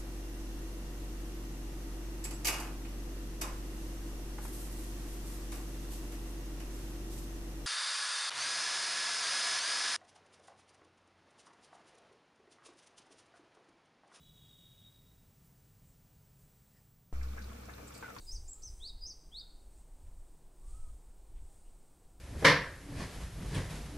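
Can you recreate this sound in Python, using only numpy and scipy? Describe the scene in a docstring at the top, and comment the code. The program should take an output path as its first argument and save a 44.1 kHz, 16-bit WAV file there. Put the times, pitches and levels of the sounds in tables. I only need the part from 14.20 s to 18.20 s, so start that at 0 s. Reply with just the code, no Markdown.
"""A pressure cooker vents on a kitchen stove: the steam jet sings a thin, breathy whistle that fades after a
second, while the valve hisses on and throws a few wet spurts. Near three seconds the scene cuts to the open
pot, close up and in stereo. A soft thump sounds at the cut and a low hum dies back; thick gravy seethes,
gurgles and plops, fat spits, and near the end a large bubble squeaks as it empties. A faint electrical whine
runs through both scenes."""
import sys
import numpy as np
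from scipy import signal
from scipy.fft import rfft, irfft, next_fast_len
from scipy.io import wavfile
from scipy.ndimage import map_coordinates

SR = 44100
rng = np.random.default_rng(int(sys.argv[2]) if len(sys.argv) > 2 else 0)


def waveform_to_disk(signal):
    """Save audio, clipped to [-1, 1], as 16-bit WAV at the path in sys.argv[1]."""
    frames = np.transpose(np.atleast_2d(signal))
    scaled = np.clip(frames, -1, 1) * 32767
    samples = np.round(scaled).astype(np.int16)
    wavfile.write(sys.argv[1], SR, samples)


N = 176400
T = np.arange(N) / SR
CUT_S = 2.927  # the open pot is heard from here on


def amp(db):
    """Decibels to gain."""
    return 10 ** (np.asarray(db) / 20)


def unit(x):
    """Scale to rms 1."""
    return x / np.sqrt(np.mean(x ** 2) + 1e-20)


def along(points, hz):
    """Read (freq_hz, value) points on a log frequency axis."""
    freqs, values = np.transpose(points)
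    return np.interp(np.log(hz + 1), np.log(freqs + 1), values)


def curve(points):
    """An envelope through (time_s, value) points."""
    return np.interp(T, *np.transpose(points))


def wobble(rate):
    """A smooth random curve, rate knots a second."""
    return map_coordinates(rng.standard_normal(8192), [T * rate], mode="wrap")


def filtered(x, response):
    """Filter x by a gain given as a function of frequency."""
    size = next_fast_len(N + SR // 4)
    return irfft(rfft(x, size) * response(np.fft.rfftfreq(size, 1 / SR)), size)[..., :N]


def noise(colour):
    """Noise of rms 1 with a (freq_hz, level_db) colour."""
    return unit(filtered(rng.standard_normal(N), lambda f: amp(along(colour, f))))


def band(hz, octaves):
    """Noise of rms 1 in a soft-skirted band."""
    return unit(filtered(rng.standard_normal(N), lambda f: 1 / (1 + (np.log2((f + 1) / hz) / octaves) ** 2)))


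def pan(db):
    """Stereo gains that put the left side db above the right."""
    return amp(np.array([[.5], [-.5]]) * db)


def decay(start_s, decay_s):
    """A sudden attack with an exponential tail."""
    return (T >= start_s) * np.exp(-np.abs(T - start_s) / decay_s)


def swell(peak_s, width_s):
    """A bell-shaped rise and fall."""
    return np.exp(-.5 * ((T - peak_s) / width_s) ** 2)


def bubbles(rows):
    """Each bubble rings as a damped sine: start_s, level_db, pitch_hz, ring_cycles."""
    out, t = np.zeros(N + SR), np.arange(SR // 20) / SR
    for start_s, db, hz, cycles in rows:
        ring = np.sin(2 * np.pi * hz * t) * np.exp(-t * hz / max(cycles, .2))
        out[int(start_s * SR):][:len(t)] += amp(db) * ring
    return out[:N]


def swarm(per_s, hz, octaves, cycles, scatter_db):
    """Many small bubbles, random in time, level and pitch; rms 1."""
    when, strength, tuning = rng.random((int(per_s * N / SR), 3)).T
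    pitches = hz * 2 ** (octaves * (2 * tuning - 1))
    return unit(bubbles(zip(when * N / SR, scatter_db * strength, pitches, np.full(len(when), cycles))))


def in_pot(x, ring_db):
    """The air in the pot rings along with the sound."""
    # air resonances: pitch_hz, width_hz, gain_db
    modes = [(479, 28, 4.5), (635, 13, -16), (765, 9.6, -13), (1108, 13, 4.5), (1220, 19, -4),
             (1330, 22, -2), (1424, 34, 2), (1506, 16, 4.5), (1750, 11, 3), (2240, 8.2, -6)]
    ring = lambda f: sum(amp(db) * 1j * f * width / (hz * hz - f * f + 1j * f * width)
                         for hz, width, db in modes)
    return x + amp(ring_db) * filtered(x, ring)


def room(x, t60_s=0.21):
    """Short stereo echo of the pot walls and kitchen tiles."""
    t = np.arange(SR // 3) / SR
    early_lift = 1 + 2.5 * np.exp(-t / 0.0054)
    tail = rng.standard_normal((2, len(t))) * amp(-60 * t / t60_s) * early_lift
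    return signal.fftconvolve(np.atleast_2d(x), tail / np.linalg.norm(tail[0]), axes=1)[:, :N]


def kitchen():
    """Room tone: the low rumble of the stove under an even hiss."""
    # room tone spectrum: freq_hz, level_db
    colour = [(13, -36.5), (22, -1.5), (48, -3), (70, -5), (142, 0), (219, -11), (365, -21), (396, -18.5),
              (505, -21.5), (3730, -32.5), (7730, -31), (11000, -33), (14000, -33)]
    # fader on the room tone: time_s, level_db
    level = [(0, -60.5), (1.2, -61), (2.3, -61.5), (2.62, -62), (2.75, -64.5), (2.92, -64)]
    # gentle EQ cut: freq_hz, gain_db
    eq = [(500, -2.5), (2000, -4.5), (5000, -2.5), (7800, -3), (12000, -5)]
    return amp(curve(level)) * filtered(noise(colour), lambda f: amp(along(eq, f)))


def whine():
    """Thin electrical tones that drop in level at the cut."""
    # sine tones: pitch_hz, before_cut_db, after_cut_db
    tones = [(15429, -75.2, -79), (6000, -95, -110)]
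    return sum(np.sqrt(2) * amp(np.where(T < CUT_S, before, after)) * np.sin(2 * np.pi * hz * T)
               for hz, before, after in tones)


def hum(pitch_hz=65.2):
    """A soft thump and a low hum that dies back, over a steady drone and rumble."""
    # envelope of the hum: time_s, level_db
    level = [(2.93, -41.5), (3.0, -37), (3.06, -38.5), (3.12, -40.5), (3.17, -47), (3.26, -44), (3.36, -51),
             (3.55, -54), (4, -67)]
    # drone by the open pot: pitch_hz, level_db
    drone_tones = [(100, -64.5), (119, -70), (193.5, -68), (231, -74), (295, -70), (361, -94)]
    low = amp(curve(level)) * np.sin(2 * np.pi * pitch_hz * (T - CUT_S) + 0.13 * wobble(3.3))
    drone = sum(amp(db + 0.64 * wobble(8.4)) * np.sin(2 * np.pi * hz * T + .5 * wobble(6))
                for hz, db in drone_tones)
    rumble = amp(-61.5) * noise([(25, 5.5), (70, 10), (130, 14), (200, -48), (600, -70)])
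    thump = -amp(-34) * decay(CUT_S, decay_s=0.15)
    return np.sqrt(2) * (low + drone) + rumble + thump


def simmer():
    """The gravy seethes as a wide noise bed, with small bubbles and fine fizz on top."""
    # spectrum of the bed: freq_hz, level_db
    colour = [(76, -25), (130, 2.5), (159, -5), (232, -2.5), (413, -6.5), (485, -3.5), (654, -9.5),
              (865, -11.5), (995, -15.5), (1240, -7.5), (1420, -11.5), (2040, -16.5), (2350, -10.5),
              (3040, -18.5), (5760, -19.5), (9110, -24), (15300, -24)]
    # envelope of the bed: time_s, level_db
    level = [(2.93, -58), (3.1, -55), (3.35, -54.5), (3.44, -56), (3.6, -53.5), (3.75, -54), (4, -54)]
    # stereo image of the bed: freq_hz, left_right_correlation
    correlation = [(130, 0.92), (290, .75), (420, -0.12), (640, -0.64), (950, 0.59), (1400, 0.23),
                   (3000, -0.066), (15000, 0.074)]
    # pan across the spectrum: freq_hz, left_minus_right_db
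    balance = [(200, -1), (400, 1), (750, 5), (1300, -.5), (2400, 0.5), (4400, -0.5), (6000, -5),
               (8000, -7.5), (10500, 3), (14500, 5.5)]
    width = lambda f: np.arccos(np.clip(along(correlation, f), -1, 1)) / 2
    mid_side_eq = lambda f: amp(along(colour, f)) * np.array([np.cos(width(f)), np.sin(width(f))])
    mid, side = in_pot(filtered(rng.standard_normal((2, N)), mid_side_eq), ring_db=-4)
    bed = amp(curve(level) + 0.46 * wobble(25.2)) * unit(np.array([mid + side, mid - side]))
    small = in_pot(swarm(per_s=80, hz=1105, octaves=1.07, cycles=1.27, scatter_db=13), ring_db=-0.5)
    fizz = swarm(per_s=150, hz=6400, octaves=0.97, cycles=3, scatter_db=27)
    popping = amp(-62.5) * small + amp(-69) * fizz
    return filtered(bed + 0.4 * popping + 0.78 * room(popping), lambda f: pan(along(balance, f)))


def gurgles():
    """Steam pockets heave deep in the gravy, each a short low tone."""
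    # steam pockets: peak_s, level_db, pitch_hz, width_s
    pockets = [(3.13, -52, 205, 0.0078), (3.21, -55.5, 230, .008), (3.23, -55, 200, 0.0089),
               (3.303, -50.5, 220, .008), (3.352, -51.5, 232, 0.013), (3.394, -50, 225, 0.0044),
               (3.64, -52, 290, 0.015), (3.70, -57, 295, 0.0098), (3.654, -58.5, 414, 0.015)]
    return sum(amp(db) * swell(peak_s, width_s) * np.sin(2 * np.pi * (hz * T + rng.random()))
               for peak_s, db, hz, width_s in pockets)


def spits():
    """Droplets of fat burst in short bright sizzles."""
    # droplets: start_s, relative_db, centre_hz, decay_s, left_minus_right_db
    droplets = [(2.938, -59, 8300, 0.0036, -11), (3.032, -48.5, 5100, 0.0046, 3),
                (3.166, -56, 7500, .003, -9), (3.221, -50, 4400, 0.0068, 15), (3.242, -49, 4500, .005, 2),
                (3.457, -54.5, 7500, 0.0044, -12.5), (3.5356, -48.5, 3940, 0.0036, 11),
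                (3.549, -55, 13500, .003, -3), (3.777, -49, 11900, 0.0023, 0), (3.672, -49, 8000, .003, 6),
                (3.679, -48.5, 7560, 0.0084, 1), (3.74, -43, 7500, 0.0021, 0),
                (3.747, -51.5, 7800, 0.032, 0), (3.744, -53, 4780, 0.04, 0), (3.776, -47, 7800, 0.0059, 0),
                (3.949, -50.5, 5500, 0.0045, -1), (3.985, -42, 4570, .005, 8.5)]
    dry = sum(amp(db - 6) * decay(start_s, decay_s) * band(hz, octaves=.19) * pan(pan_db)
              for start_s, db, hz, decay_s, pan_db in droplets)
    return dry + amp(-3.5) * room(dry)


def squeak(start_s=3.826, pitch_hz=1561, sag_hz_per_s=2800, decay_s=.06):
    """A large bubble empties through a fluttering hole; its pitch sags."""
    age = np.maximum(T - start_s, 0)
    phase = 2 * np.pi * np.cumsum(pitch_hz - sag_hz_per_s * age) / SR
    envelope = (1 - np.exp(-age / .0005)) * np.exp(-(age / decay_s) ** 1.04)
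    rough_tone = (1 + .5 * wobble(220)) * np.sin(phase + .6 * wobble(300))
    breath = amp(-14) * band(2100, octaves=.3)
    dry = amp(-42.5) * envelope * (rough_tone + breath)
    return dry + amp(-10) * room(dry)


def plops(left_lag_s=0.00075):
    """Large bubbles burst with a wet spatter and ring the pot."""
    # bursts in the gravy: start_s, relative_db, pitch_hz, ring_cycles
    bursts = [(3.008, -52, 695, .6), (3.012, -47, 1800, 0.63), (3.168, -42, 700, 0.88),
              (3.1755, -46, 1250, 0.7), (3.1805, -39.5, 1620, 2), (3.203, -50, 1630, 3),
              (3.316, -46, 1000, 0.81), (3.404, -56, 800, .8), (3.483, -46, 550, .4),
              (3.489, -43.5, 900, .6), (3.494, -41, 1760, 0.73), (3.581, -42.5, 850, .7),
              (3.588, -48, 750, .6), (3.706, -43.5, 900, 1), (3.826, -36.5, 830, .6), (3.886, -41, 780, 1),
              (3.902, -45, 1850, 1.5), (3.965, -38.5, 1020, 0.77)]
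    spatter = sum(amp(db - 10.5) * decay(start_s, decay_s=0.0078) * band(hz, octaves=0.66)
                  for start_s, db, hz, _ in bursts)
    dry = in_pot(bubbles(bursts) + spatter, ring_db=-4.5)
    wet = dry + amp(-1) * room(dry)
    eq = lambda f: amp(along([(100, -12), (400, 0), (680, -0.5), (1100, -0.5), (2200, 4.5), (3500, -17)], f))
    balance = lambda f: pan(along([(300, 2), (750, 5.2), (1400, 2.3)], f))
    lag = lambda f: np.exp(1j * np.pi * f * left_lag_s * np.array([[-1], [1]]))
    return filtered(wet, lambda f: eq(f) * balance(f) * lag(f))


def steam():
    """The valve hisses and now and then spurts wet steam."""
    # envelope of the jet: time_s, level_db
    level = [(0, -82), (.3, -75), (.7, -77), (1, -79.5), (2, -79), (2.35, -75), (2.62, -76), (2.72, -79),
             (2.9, -84)]
    # spectrum of the jet: freq_hz, level_db
    colour = [(400, -3), (1200, -6), (2500, -4.5), (4500, -7.5), (6500, -10), (7300, 2.5), (7900, 9),
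              (8600, -0.5), (10000, -2), (15000, 2)]
    # wet spurts: peak_s, level_db, width_s, centre_hz, width_octaves
    spurts = [(1.26, -74, 0.02, 11000, 0.78), (1.695, -77, .04, 7600, 0.22),
              (2.22, -76.5, 0.028, 7800, 0.28), (2.207, -77, .035, 13900, .2),
              (2.575, -83, 0.028, 5000, .15), (2.574, -79.5, 0.024, 1910, 0.12)]
    jet = amp(curve(level) + 0.44 * wobble(15)) * noise(colour)
    return jet + sum(amp(db) * swell(peak_s, width_s) * band(hz, octaves)
                     for peak_s, db, width_s, hz, octaves in spurts)


def whistle(fuzz_hz=44.8, twin_ratio=1.022, twin_db=-3, side_fade_db_per_s=11, sputter_db=1.2):
    """The jet sings in fuzzy partials, each with a weaker twin just above; the main one lasts longest."""
    # envelope of the whistle: time_s, level_db
    level = [(0, -72), (.1, -69), (.27, -67), (.5, -65.5), (.69, -67), (.8, -76), (.95, -79.5), (1.06, -90),
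             (1.3, -110)]
    # base pitch, sagging with the pressure, then lifting a little: time_s, pitch_hz
    pitch = [(0, 424.4), (.12, 419.7), (.25, 413.8), (.55, 414.5), (1.1, 419)]
    # partials of the base pitch: harmonic_number, relative_db
    partials = [(7, -18.5), (8, -10), (9, -1), (12, -29), (14, -30), (16, -24), (18, -27.5), (20, -25.5)]
    phase = 2 * np.pi * np.cumsum(curve(pitch)) / SR
    main_db = max(db for _, db in partials)
    out = np.zeros(N)
    for harmonic, db in partials:
        fade_db = 0 if db == main_db else side_fade_db_per_s * (.4 - T)
        for ratio, offset_db in [(1, 0), (twin_ratio, twin_db)]:
            # slow noise shakes level and phase, which makes the tone breathy
            drift = filtered(rng.standard_normal((2, N)), lambda f: 1 / (1 + (f / fuzz_hz) ** 2) ** 2)
            fuzz = unit(drift[0]) + 1j * unit(drift[1])
            fuzz /= 1 + 0.15 * np.abs(fuzz)  # soften the peaks
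            tone = unit(np.real(fuzz * np.exp(1j * harmonic * ratio * phase)))
            out += amp(db + offset_db + fade_db) * tone
    return amp(curve(level) + sputter_db * wobble(33.7)) * out


def scene():
    """The closed cooker in mono, then a hard cut to the open pot in stereo."""
    closed = whistle() + steam() + kitchen()
    opened = hum() + simmer() + gurgles() + plops() + squeak() + spits()
    cut = np.clip((T - CUT_S) / 0.00034, 0, 1)
    return (1 - cut) * closed + cut * opened + whine()


def record(dry, top_hz=15500):
    """A brick-wall low-pass takes off the highest treble."""
    return filtered(dry, lambda f: f < top_hz)


dry = scene()
out = record(dry)
waveform_to_disk(out)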